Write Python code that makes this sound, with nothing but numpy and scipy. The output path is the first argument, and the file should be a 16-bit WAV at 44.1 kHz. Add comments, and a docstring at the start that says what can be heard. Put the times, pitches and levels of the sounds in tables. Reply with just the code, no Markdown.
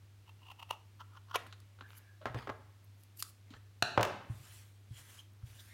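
"""Stiff card crunches twice under small scissors, which snap shut; the card drops on a cutting mat.
The blades close once more, the scissors clatter onto the table, hands thump and sweep the scraps away.
Cuts, blows and rubs are shaped bursts of noise; thumps are ringing modes of the table top.
A small room answers: desk reflections for small sounds under the microphone, the whole room for knocks.
Air noise and mains hum lie beneath."""
import sys
import numpy as np
from scipy import signal
from scipy.fft import rfft, irfft
from scipy.io import wavfile
from scipy.ndimage import uniform_filter1d

SR = 44100
rng = np.random.default_rng(int(sys.argv[2]) if len(sys.argv) > 2 else 0)


def to_wav(sig):
    """Store sig (one row per channel, or 1-D mono) as 16-bit WAV at the path in sys.argv[1].

    Samples outside -1..1 are clipped; the rate is SR.
    """
    pcm = np.clip(np.atleast_2d(sig), -1, 1) * 32767
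    pcm = np.round(pcm).astype(np.int16)
    wavfile.write(sys.argv[1], SR, pcm.T)  # frames by channels


N = 252693
BURST = 8192  # samples in one short sound
T, HZ = np.arange(BURST) / SR, np.fft.rfftfreq(BURST, 1 / SR)
TIME, ALL_HZ = np.arange(N) / SR, np.fft.rfftfreq(N, 1 / SR)

# Levels of bites, blows and narrow-band touches are the rms of their loudest 3 ms, direct sound
# ahead of the recorder.
# The squeezes: each crunches through fibres until the card gives way.
# Each row: moment it gives in seconds, level in dB, half length in seconds, build-up in seconds.
BITES = [(.294, -56, 0.0033, 0.015), (.433, -62.5, .006, .05), (.468, -57.5, .006, .003),
         (.517, -49.5, .0036, 0.041), (0.598, -50.5, .0045, .004), (.629, -44.5, 0.0028, 0.019),
         (.71, -32.5, 0.0019, 0.0068), (0.729, -48, 0.0078, .003), (1.009, -47.5, 0.0075, .006),
         (1.172, -52, .005, 0.034), (1.314, -44.5, .0023, 0.014), (1.35, -30.5, 0.0041, 0.007)]
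# How the held card rings in each cut. Each row: frequency in Hz, gain in dB.
FIRST_CUT_RING = [(200, -31), (520, -18.5), (720, -3.5), (900, 3.5), (1060, 1), (1300, -9), (1600, -28),
                  (1950, -10.5), (2350, -13), (2750, 8), (3250, -8.5), (3700, -16), (7000, -25.5),
                  (16000, -25)]
SECOND_CUT_RING = [(200, -18), (750, -20), (1050, 6.5), (1200, -1), (1400, 7.5), (1750, -11.5), (2400, -35),
                   (3100, -10), (3900, -23.5), (6000, -23), (8000, -44), (16000, -36)]
REGRIP_S = 0.9  # the card is gripped anew
GRIP_BEFORE, GRIP_AFTER = 0.16, 0.72  # share of the second ring before and after that
CRUNCH_DB, CRUNCH_ROUGH_DB = -3, 2  # the build-up: level re the bite, and how unevenly it swells
SLIP_S, SLIP_JITTER, STICK_DB = 0.01515, 0.16, -10.5  # slip interval, share its pace varies, level between slips

# Blows of six kinds, each with its spectrum: blades snapping through the last of the card,
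# steel touching steel, blades landing on the table, handles dropping and the scissors' parts
# clacking together, light taps and flicks of card, fingers and hands, and card falling flat
# and settling on the mat.
# Each blow row: start in seconds, level in dB, contact in seconds, brightness in dB per octave.
# Each spectrum row: frequency in Hz, gain in dB.
SNAPS = [(.7092, -33, 0.0012, 0), (1.3567, -27, 0.0036, -1), (1.3595, -33, 0.0019, 2.5)]
SNAP_COLOUR = [(40, -40), (150, -48), (400, -0.5), (600, 1), (1050, 4), (1450, -10.5), (2300, -4.5),
               (2850, 0), (3400, -7.5), (5000, -16.5), (6200, -13), (8500, -26.5), (10500, -15),
               (16000, -31)]
BLADE_CLICKS = [(1.466, -63, 0.007, -2), (1.6022, -59.5, 0.0029, -5), (2.843, -62, 0.0062, 19),
                (3.035, -58, 0.0024, 3), (3.2247, -29.5, 0.0026, -4), (4.648, -63, .004, 36),
                (5.335, -69.5, 0.0021, 8)]
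BLADE_COLOUR = [(300, -55), (850, -26), (1150, -0.5), (1700, -8.5), (2400, -11.5), (3500, -3), (4600, 6),
                (6200, -0.5), (9000, 6.5), (14000, 3), (16000, -7)]
STEEL_KNOCKS = [(3.8237, -20.5, 0.0038, -1)]
STEEL_COLOUR = [(40, -30), (110, -12), (500, -12), (720, -1), (980, -4), (1170, -12), (1400, 1), (1780, -2),
                (2100, -22), (2550, 0), (2850, -2), (3150, -15), (3700, -10), (4050, 1), (4400, -4),
                (4850, -22), (5700, -12), (9000, -21), (16000, -31)]
SCISSOR_CLACKS = [(3.957, -44.5, 0.016, -1), (3.9765, -16.5, 0.004, -1), (3.995, -23, 0.0058, -2.5),
                  (4.004, -26, 0.0088, -3), (4.0097, -33, .0033, 6), (4.0298, -24.5, 0.0029, 7.5)]
CLACK_COLOUR = [(40, -36), (110, -11.5), (250, -10.5), (400, -4.5), (600, 1.5), (1050, -1.5), (1450, -6),
                (1900, -12.5), (3000, -16.5), (4000, -26.5), (6000, -32.5), (9000, -45), (16000, -53.5)]
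LIGHT_TAPS = [(1.464, -51.5, 0.008, -3.5), (1.526, -46.5, .0039, 3.5), (1.788, -57, 0.0057, -4),
              (1.8094, -43.5, 0.0034, -3.5), (1.823, -52, 0.0018, -5.5), (2.2145, -56.5, 0.041, -3.5),
              (3.505, -58, 0.013, 7), (3.5375, -52, .003, -1.5), (5.4262, -62.5, 0.0041, -4.5)]
LIGHT_TAP_COLOUR = [(40, -31.5), (320, -12.5), (600, -17), (1050, -4), (1450, 1.5), (1750, -9.5),
                    (2300, -12), (2950, -5.5), (3500, -10), (4000, -6), (5000, -21.5), (7000, -22.5),
                    (10000, -41), (16000, -48)]
CARD_TAPS = [(2.2563, -28.5, 0.0017, 1.5), (2.263, -37, 0.012, 1.5), (2.3452, -39, 0.0027, 4),
             (2.356, -41, 0.01, -4), (2.4727, -36, 0.005, 0.5), (2.4927, -36, 0.0068, 0.5)]
CARD_COLOUR = [(40, -43), (100, -22), (250, 2.5), (550, 4), (900, 1), (1090, -3), (1270, 3.5), (1650, -8),
               (1950, -6), (2400, -14.5), (3100, -16.5), (4200, -24), (6500, -32.5), (9000, -43),
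               (16000, -48)]
MIN_CONTACT_S = 1e-4  # any shorter contact in a row counts as this
# What rings on after a blow. Each row: frequency in Hz, level re the blow in dB, t60 in seconds.
CARD_MODES = [(558, -10, 0.086), (1080, -6, 0.082), (1676, -5.5, 0.028)]
STEEL_MODES = [(725, -3, 0.039), (1370, -4, 0.016), (1565, -15, 0.028), (2685, -5, 0.035),
               (4245, -26, 0.023)]
# Flurries of small contacts. Each lists: start in seconds, length in seconds, first level in dB,
# change by the end in dB, contact in seconds, brightness in dB per octave.
CARD_TURNING = (1.895, 0.045, -56, 2, -0.05, -2.5)
CARD_SETTLING = (2.5, 0, -44, -1, -0.12, 3.5)
SCISSOR_RATTLE = (4.04, 0.035, -36, 0, .003, 2.5)
FLURRY_SPREAD_DB, FLURRY_SPREAD_TILT = 2.4, 1.5  # scatter of level (dB) and brightness (dB per octave)

# Rubbing strokes of steel on steel, card scuffing, and palms on the mat, each with its spectrum.
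# Each stroke row: time of full pressure in seconds, level in dB, rise, hold and fall in seconds.
# Each spectrum row: frequency in Hz, gain in dB.
BLADE_SLIDES = [(1.906, -69.5, .018, .015, .03), (1.976, -58, .014, .008, 0.005), (3.0, -75, .03, .04, .03),
                (3.173, -56, .003, .002, .005), (3.194, -46.5, .009, .012, 0.01),
                (3.29, -61.5, .03, 0.009, .008)]  # levels before a trim in scene()
SLIDE_COLOUR = [(1000, -28), (3500, -14.5), (5500, -15.5), (6700, -8.5), (8200, -14), (10000, -8),
                (12800, -4.5), (16000, -13)]
CARD_SLIDES = [(1.372, -55, 0.0035, .015, 0.083), (1.895, -66, .03, 0.024, 0.13),
               (2.38, -50.5, .025, .025, 0.038), (3.54, -62, .035, .028, 0.011)]
SCUFF_COLOUR = [(200, 0.5), (600, 1), (1300, -1), (2200, -1), (3200, -6.5), (4300, -8), (6000, -18),
                (10000, -27), (16000, -30)]
SWEEPS = [(4.32, -69, 0.028, 0.068, .04), (4.455, -60.5, 0.049, 0.13, .085),
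          (4.98, -58.5, .035, 0.018, .04), (5.1, -61, 0.044, .1, .025), (5.47, -65, 0.02, 0.31, .05),
          (5.6, -62, 0.018, 0.0089, .012)]
SWEEP_COLOUR = [(300, -1.5), (800, -2), (1600, 5), (2400, 3), (3300, 3.5), (4800, -1), (7000, 0), (9500, 0),
                (13000, -2), (16000, -7)]
# Brief narrow-band squeaks, finger taps and hand touches.
# Each row: centre in seconds, level in dB, half length in seconds, frequency in Hz, width in Hz.
SQUEAKS_AND_TOUCHES = [(1.855, -58.5, 0.017, 1650, 220), (2.078, -63, 0.065, 1660, 192),
                       (2.223, -53, 0.0073, 580, 110), (3.512, -49, 0.0037, 273, 91),
                       (4.975, -58.5, 0.026, 3140, 590), (5.195, -50.5, 0.0069, 3130, 450),
                       (5.601, -57, .008, 3600, 790), (5.723, -58.5, 0.02, 1980, 487)]

# Card and hands landing softly on the table. Each row: start in seconds, peak in dB, push in seconds.
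THUMPS = [(2.257, -42, 0.0042), (2.299, -38.5, .003), (2.346, -34, 0.0015), (2.362, -35, 0.0019),
          (2.497, -44, .0041), (3.545, -45.5, 0.012), (4.297, -29.5, 0.0041), (4.906, -37.5, .0044),
          (5.429, -34.5, 0.0091)]
# The table top. Each row: frequency in Hz, level in dB, t60 in seconds.
TABLE_MODES = [(67.6, -13, 0.18), (105, -11, 0.099), (117.4, 7.5, 0.11), (211, -13.5, .12),
               (300, -12.5, 0.15)]
# Each knock of the scissors also pushes the table: peak re the knock, and length of the push.
STEEL_WEIGHT_DB, CLACK_WEIGHT_DB, KNOCK_PUSH_S = -19.5, -13, 0.0022

# Decay of the reflections close around the desk, and of the room. Each row: frequency in Hz, t60 in seconds.
DESK_T60 = [(150, 0.33), (1200, 0.31), (3000, 0.28), (8000, 0.34), (15000, 0.26)]
ROOM_T60 = [(120, 0.95), (500, 0.55), (1500, 0.68), (4000, 0.62), (8000, 0.43), (15000, 0.3)]
# Spectrum of the air noise. 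Each row: frequency in Hz, gain in dB.
AIR = [(20, -9), (40, -2), (62, 6), (90, 8.5), (150, -3), (220, -3.5), (330, -5), (500, -10.5),
       (900, -12.5), (1500, -13.5), (2400, -14), (4000, -16.5), (7000, -21), (10500, -24), (16000, -26)]
AIR_DB = -71.5  # rms above 300 Hz
HUM_HZ, HUM_DB = 100, -59
LOW_CUT_HZ, EDGE_HZ = 58, 16200  # microphone low cut, recorder band limit


def amp(db):
    """Decibels to gain."""
    return 10 ** (np.asarray(db) / 20)


def unit(x):
    """Scales to rms 1."""
    return x / np.sqrt(np.mean(x ** 2) + 1e-20)


def crest(x, size=130):
    """Scales so that the loudest three milliseconds have rms 1."""
    return x / np.sqrt(uniform_filter1d(x ** 2, size).max() + 1e-20)


def read(points, hz):
    """Reads a spectrum table on a log-frequency axis."""
    f, value = np.transpose(points)
    return np.interp(np.log(hz + 1), np.log(f + 1), value)


def add(mix, s, sound):
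    """Mixes a sound in at a time."""
    part = mix[max(round(s * SR), 0):][:len(sound)]
    part += sound[:len(part)]


def wander(rate_hz):
    """Slow random motion of rms 1."""
    noise = rfft(rng.standard_normal(N))
    return unit(irfft(noise * np.exp(-(ALL_HZ / rate_hz) ** 2), N))


def decaying_modes(modes, t):
    """Sum of sine modes, each dying away by 60 dB in its t60."""
    return sum(amp(db - 60 * t / t60) * np.sin(2 * np.pi * hz * t) for hz, db, t60 in modes)


def ring(force, colour_db, size=61):
    """Evens out a burst of force and passes it through a causal body of the given colour."""
    spectrum = rfft(force)
    own_log = np.log(uniform_filter1d(abs(spectrum) ** 2, size) + 1e-12) / 2
    log_gain = np.log(amp(colour_db)) - own_log
    circle = np.concatenate([log_gain, log_gain[-2:0:-1]])
    # minimum phase: the body starts to sound with the force, not before
    body = np.exp(np.conj(signal.hilbert(circle)))[:len(spectrum)]
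    return crest(irfft(spectrum * body))


def cutting(grain_db):
    """The blades stick and slip ever harder, then break one dense clump of fibres; the card radiates it."""
    out = np.zeros(N)
    t = T - T[-1] / 2  # zero where the card gives
    pace = wander(60)
    swell = amp(CRUNCH_DB + CRUNCH_ROUGH_DB * wander(60))
    first_ring, second_ring = read(FIRST_CUT_RING, HZ), read(SECOND_CUT_RING, HZ)
    for s, db, half, build in BITES:
        noise, sizes = rng.standard_normal((2, BURST))
        slips = np.cumsum(1 + SLIP_JITTER * np.interp(s + t, TIME, pace)) / (SR * SLIP_S)
        stutter = amp(STICK_DB * np.sin(np.pi * (slips - slips[BURST // 2])) ** 2)
        crunch = stutter * np.interp(s + t, TIME, swell) * np.exp(-abs(t) / build) * (t < 0)
        give = np.exp(-0.5 * (t / half) ** 2)
        force = noise * amp(grain_db * sizes) * np.maximum(crunch, give)
        grip = GRIP_BEFORE if s < REGRIP_S else GRIP_AFTER
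        add(out, s + t[0], amp(db) * ring(force, (1 - grip) * first_ring + grip * second_ring))
    return out


def strikes(rows, colour, tick, hold, grain_db, modes=()):
    """Each blow is a sharp first touch and a cluster of uneven tiny contacts; a few modes ring on."""
    out = np.zeros(N)
    octaves = np.log2(np.maximum(HZ, 200) / 1000)  # brightness pivots at 1 kHz
    tones = decaying_modes(modes, T)
    for s, db, contact, bright in rows:
        noise, sizes = rng.standard_normal((2, BURST))
        contact = max(contact, MIN_CONTACT_S)
        force = unit(noise * amp(grain_db * sizes)) * np.exp(-(T / contact) ** hold)
        force[0] = tick
        blow = ring(force, read(colour, HZ) + bright * octaves)
        swell = 1 - np.exp(-2 * T / contact)  # the modes swell during contact
        add(out, s, amp(db) * crest(blow + tones * swell))
    return out


def flurry(start, length, db, change_db, contact, bright, count):
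    """Rows for small, differing blows spread unevenly over the length, or all at once if it is zero."""
    late = (np.arange(count) + rng.random(count)) / count
    rows = []
    for u in late:
        size, tilt = rng.standard_normal(2)
        level = db + change_db * u + FLURRY_SPREAD_DB * size
        rows.append((start + length * u, level, contact, bright + FLURRY_SPREAD_TILT * tilt))
    return rows


def stroke(s, db, rise, hold, fall):
    """Pressure of one stroke: an exponential swell, a hold and an exponential release."""
    before = np.minimum(TIME - s, 0)
    after = np.maximum(TIME - s - hold, 0)
    return amp(db) * np.exp(before / rise - after / fall)


def rubbing(strokes, colour, grain_db, flutter_db, patchy_db):
    """Countless small slips under a fluttering pressure; the colour shifts as the contact moves on."""
    pressure = sum(stroke(*row) for row in strokes)
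    grains = np.repeat(rng.standard_normal(N), repeats=8)[:N]  # each grain lasts 8 samples
    slips = rng.standard_normal(N) * amp(grain_db * grains)
    hz, _, z = signal.stft(slips, SR, nperseg=512)
    patches = uniform_filter1d(rng.standard_normal(z.shape), size=6, axis=0)
    patches = unit(uniform_filter1d(patches, size=9, axis=1))
    gain = amp(read(colour, hz)[:, None] + patchy_db * patches)
    hiss = signal.istft(z * gain, SR, nperseg=512)[1][:N]
    return pressure * unit(hiss * amp(flutter_db * wander(74)))


def squeaks_and_touches():
    """Noise feeds one narrow resonance for a moment."""
    out = np.zeros(N)
    for s, db, half, hz, width in SQUEAKS_AND_TOUCHES:
        resonance = 1 / (1 + (2 * (ALL_HZ - hz) / width) ** 4)
        tone = irfft(rfft(rng.standard_normal(N)) * resonance, N)
        out += amp(db) * crest(tone * np.exp(-0.5 * ((TIME - s) / half) ** 2))
    return out


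def table_thumps():
    """A soft push sets the low modes of the table top swinging."""
    out = np.zeros(N)
    top = decaying_modes(TABLE_MODES, np.arange(SR // 2) / SR)
    knocks = [(s, db + STEEL_WEIGHT_DB, KNOCK_PUSH_S) for s, db, _, _ in STEEL_KNOCKS]
    knocks += [(s, db + CLACK_WEIGHT_DB, KNOCK_PUSH_S) for s, db, _, _ in SCISSOR_CLACKS]
    for s, db, push in list(THUMPS) + knocks:
        force = np.sin(np.pi * np.minimum(T / push, 1)) ** 2
        swing = signal.fftconvolve(force, top)
        add(out, s, -amp(db) * swing / abs(swing).max())
    return out


def room(x, t60, build_s, treble_db):
    """Dense reflections build up within milliseconds and die band by band."""
    hz, t, z = signal.stft(rng.standard_normal(SR), SR, nperseg=256)
    treble = read([(2000, 0), (14000, treble_db)], hz)[:, None]
    z = z * amp(treble - 60 * t / read(t60, hz)[:, None])
    tail = signal.istft(z, SR, nperseg=256)[1][:SR]
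    tail = tail * (1 - np.exp(-(TIME[:SR] / build_s) ** 2))
    mids = abs(rfft(tail))[300:3000]  # one bin per Hz: unit gain over 300 to 3000 Hz
    return signal.fftconvolve(x, tail / np.sqrt(np.mean(mids ** 2)))[:N]


def background(waver_db):
    """Steady air noise and a slightly wavering mains hum."""
    z = rfft(rng.standard_normal(N)) * amp(read(AIR, ALL_HZ))
    air = irfft(z, N) / np.std(irfft(z * (ALL_HZ > 300), N))
    hum = np.sqrt(2) * np.sin(2 * np.pi * HUM_HZ * TIME) * amp(waver_db * wander(6.2))
    return amp(AIR_DB) * air + amp(HUM_DB) * hum


def scene():
    """Cuts, blades and sweeps stir only the nearby reflections; card, light taps and table fill the room."""
    cuts = cutting(grain_db=6.0)
    cuts += strikes(SNAPS, SNAP_COLOUR, tick=2.3, hold=0.91, grain_db=4)
    blades = strikes(BLADE_CLICKS, BLADE_COLOUR, tick=1.5, hold=1.7, grain_db=0.5)
    blades += amp(-0.5) * rubbing(BLADE_SLIDES, SLIDE_COLOUR, grain_db=3, flutter_db=1.5, patchy_db=3)

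    light_taps = list(LIGHT_TAPS) + flurry(*CARD_TURNING, count=2)
    card_taps = list(CARD_TAPS) + flurry(*CARD_SETTLING, count=3)
    card_and_taps = strikes(light_taps, LIGHT_TAP_COLOUR, tick=1.4, hold=0.73, grain_db=6.5)
    card_and_taps += strikes(card_taps, CARD_COLOUR, tick=1.5, hold=0.73, grain_db=4.5, modes=CARD_MODES)
    card_and_taps += rubbing(CARD_SLIDES, SCUFF_COLOUR, grain_db=4.5, flutter_db=1.2, patchy_db=4.5)

    clacks = list(SCISSOR_CLACKS) + flurry(*SCISSOR_RATTLE, count=2)
    clatter = strikes(STEEL_KNOCKS, STEEL_COLOUR, tick=0.76, hold=2.9, grain_db=0.5, modes=STEEL_MODES)
    clatter += strikes(clacks, CLACK_COLOUR, tick=2.9, hold=1.18, grain_db=5.5)
    sweeps = rubbing(SWEEPS, SWEEP_COLOUR, grain_db=1.5, flutter_db=0.7, patchy_db=2.5)
    sweeps += squeaks_and_touches()
    thumps = table_thumps()

    to_desk = amp(-12.5) * cuts + amp(-10.0) * blades + amp(-10.0) * sweeps
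    to_room = amp(-11) * card_and_taps + amp(-5) * clatter + amp(-11.5) * thumps
    near = room(to_desk, DESK_T60, build_s=0.0032, treble_db=-6.0)
    far = room(to_room, ROOM_T60, build_s=0.0065, treble_db=-4.0)
    direct = cuts + blades + card_and_taps + sweeps + clatter + thumps
    return (direct + near + far + background(waver_db=1.64))[None]


def record(dry):
    """The microphone's low cut and the recorder's band limit."""
    low_cut = signal.butter(N=3, Wn=LOW_CUT_HZ, btype="high", fs=SR, output="sos")
    band_limit = signal.firwin(401, EDGE_HZ, window=("kaiser", 8), fs=SR)
    return signal.oaconvolve(signal.sosfilt(low_cut, dry), band_limit[None], "same")


dry = scene()
out = record(dry)
to_wav(out)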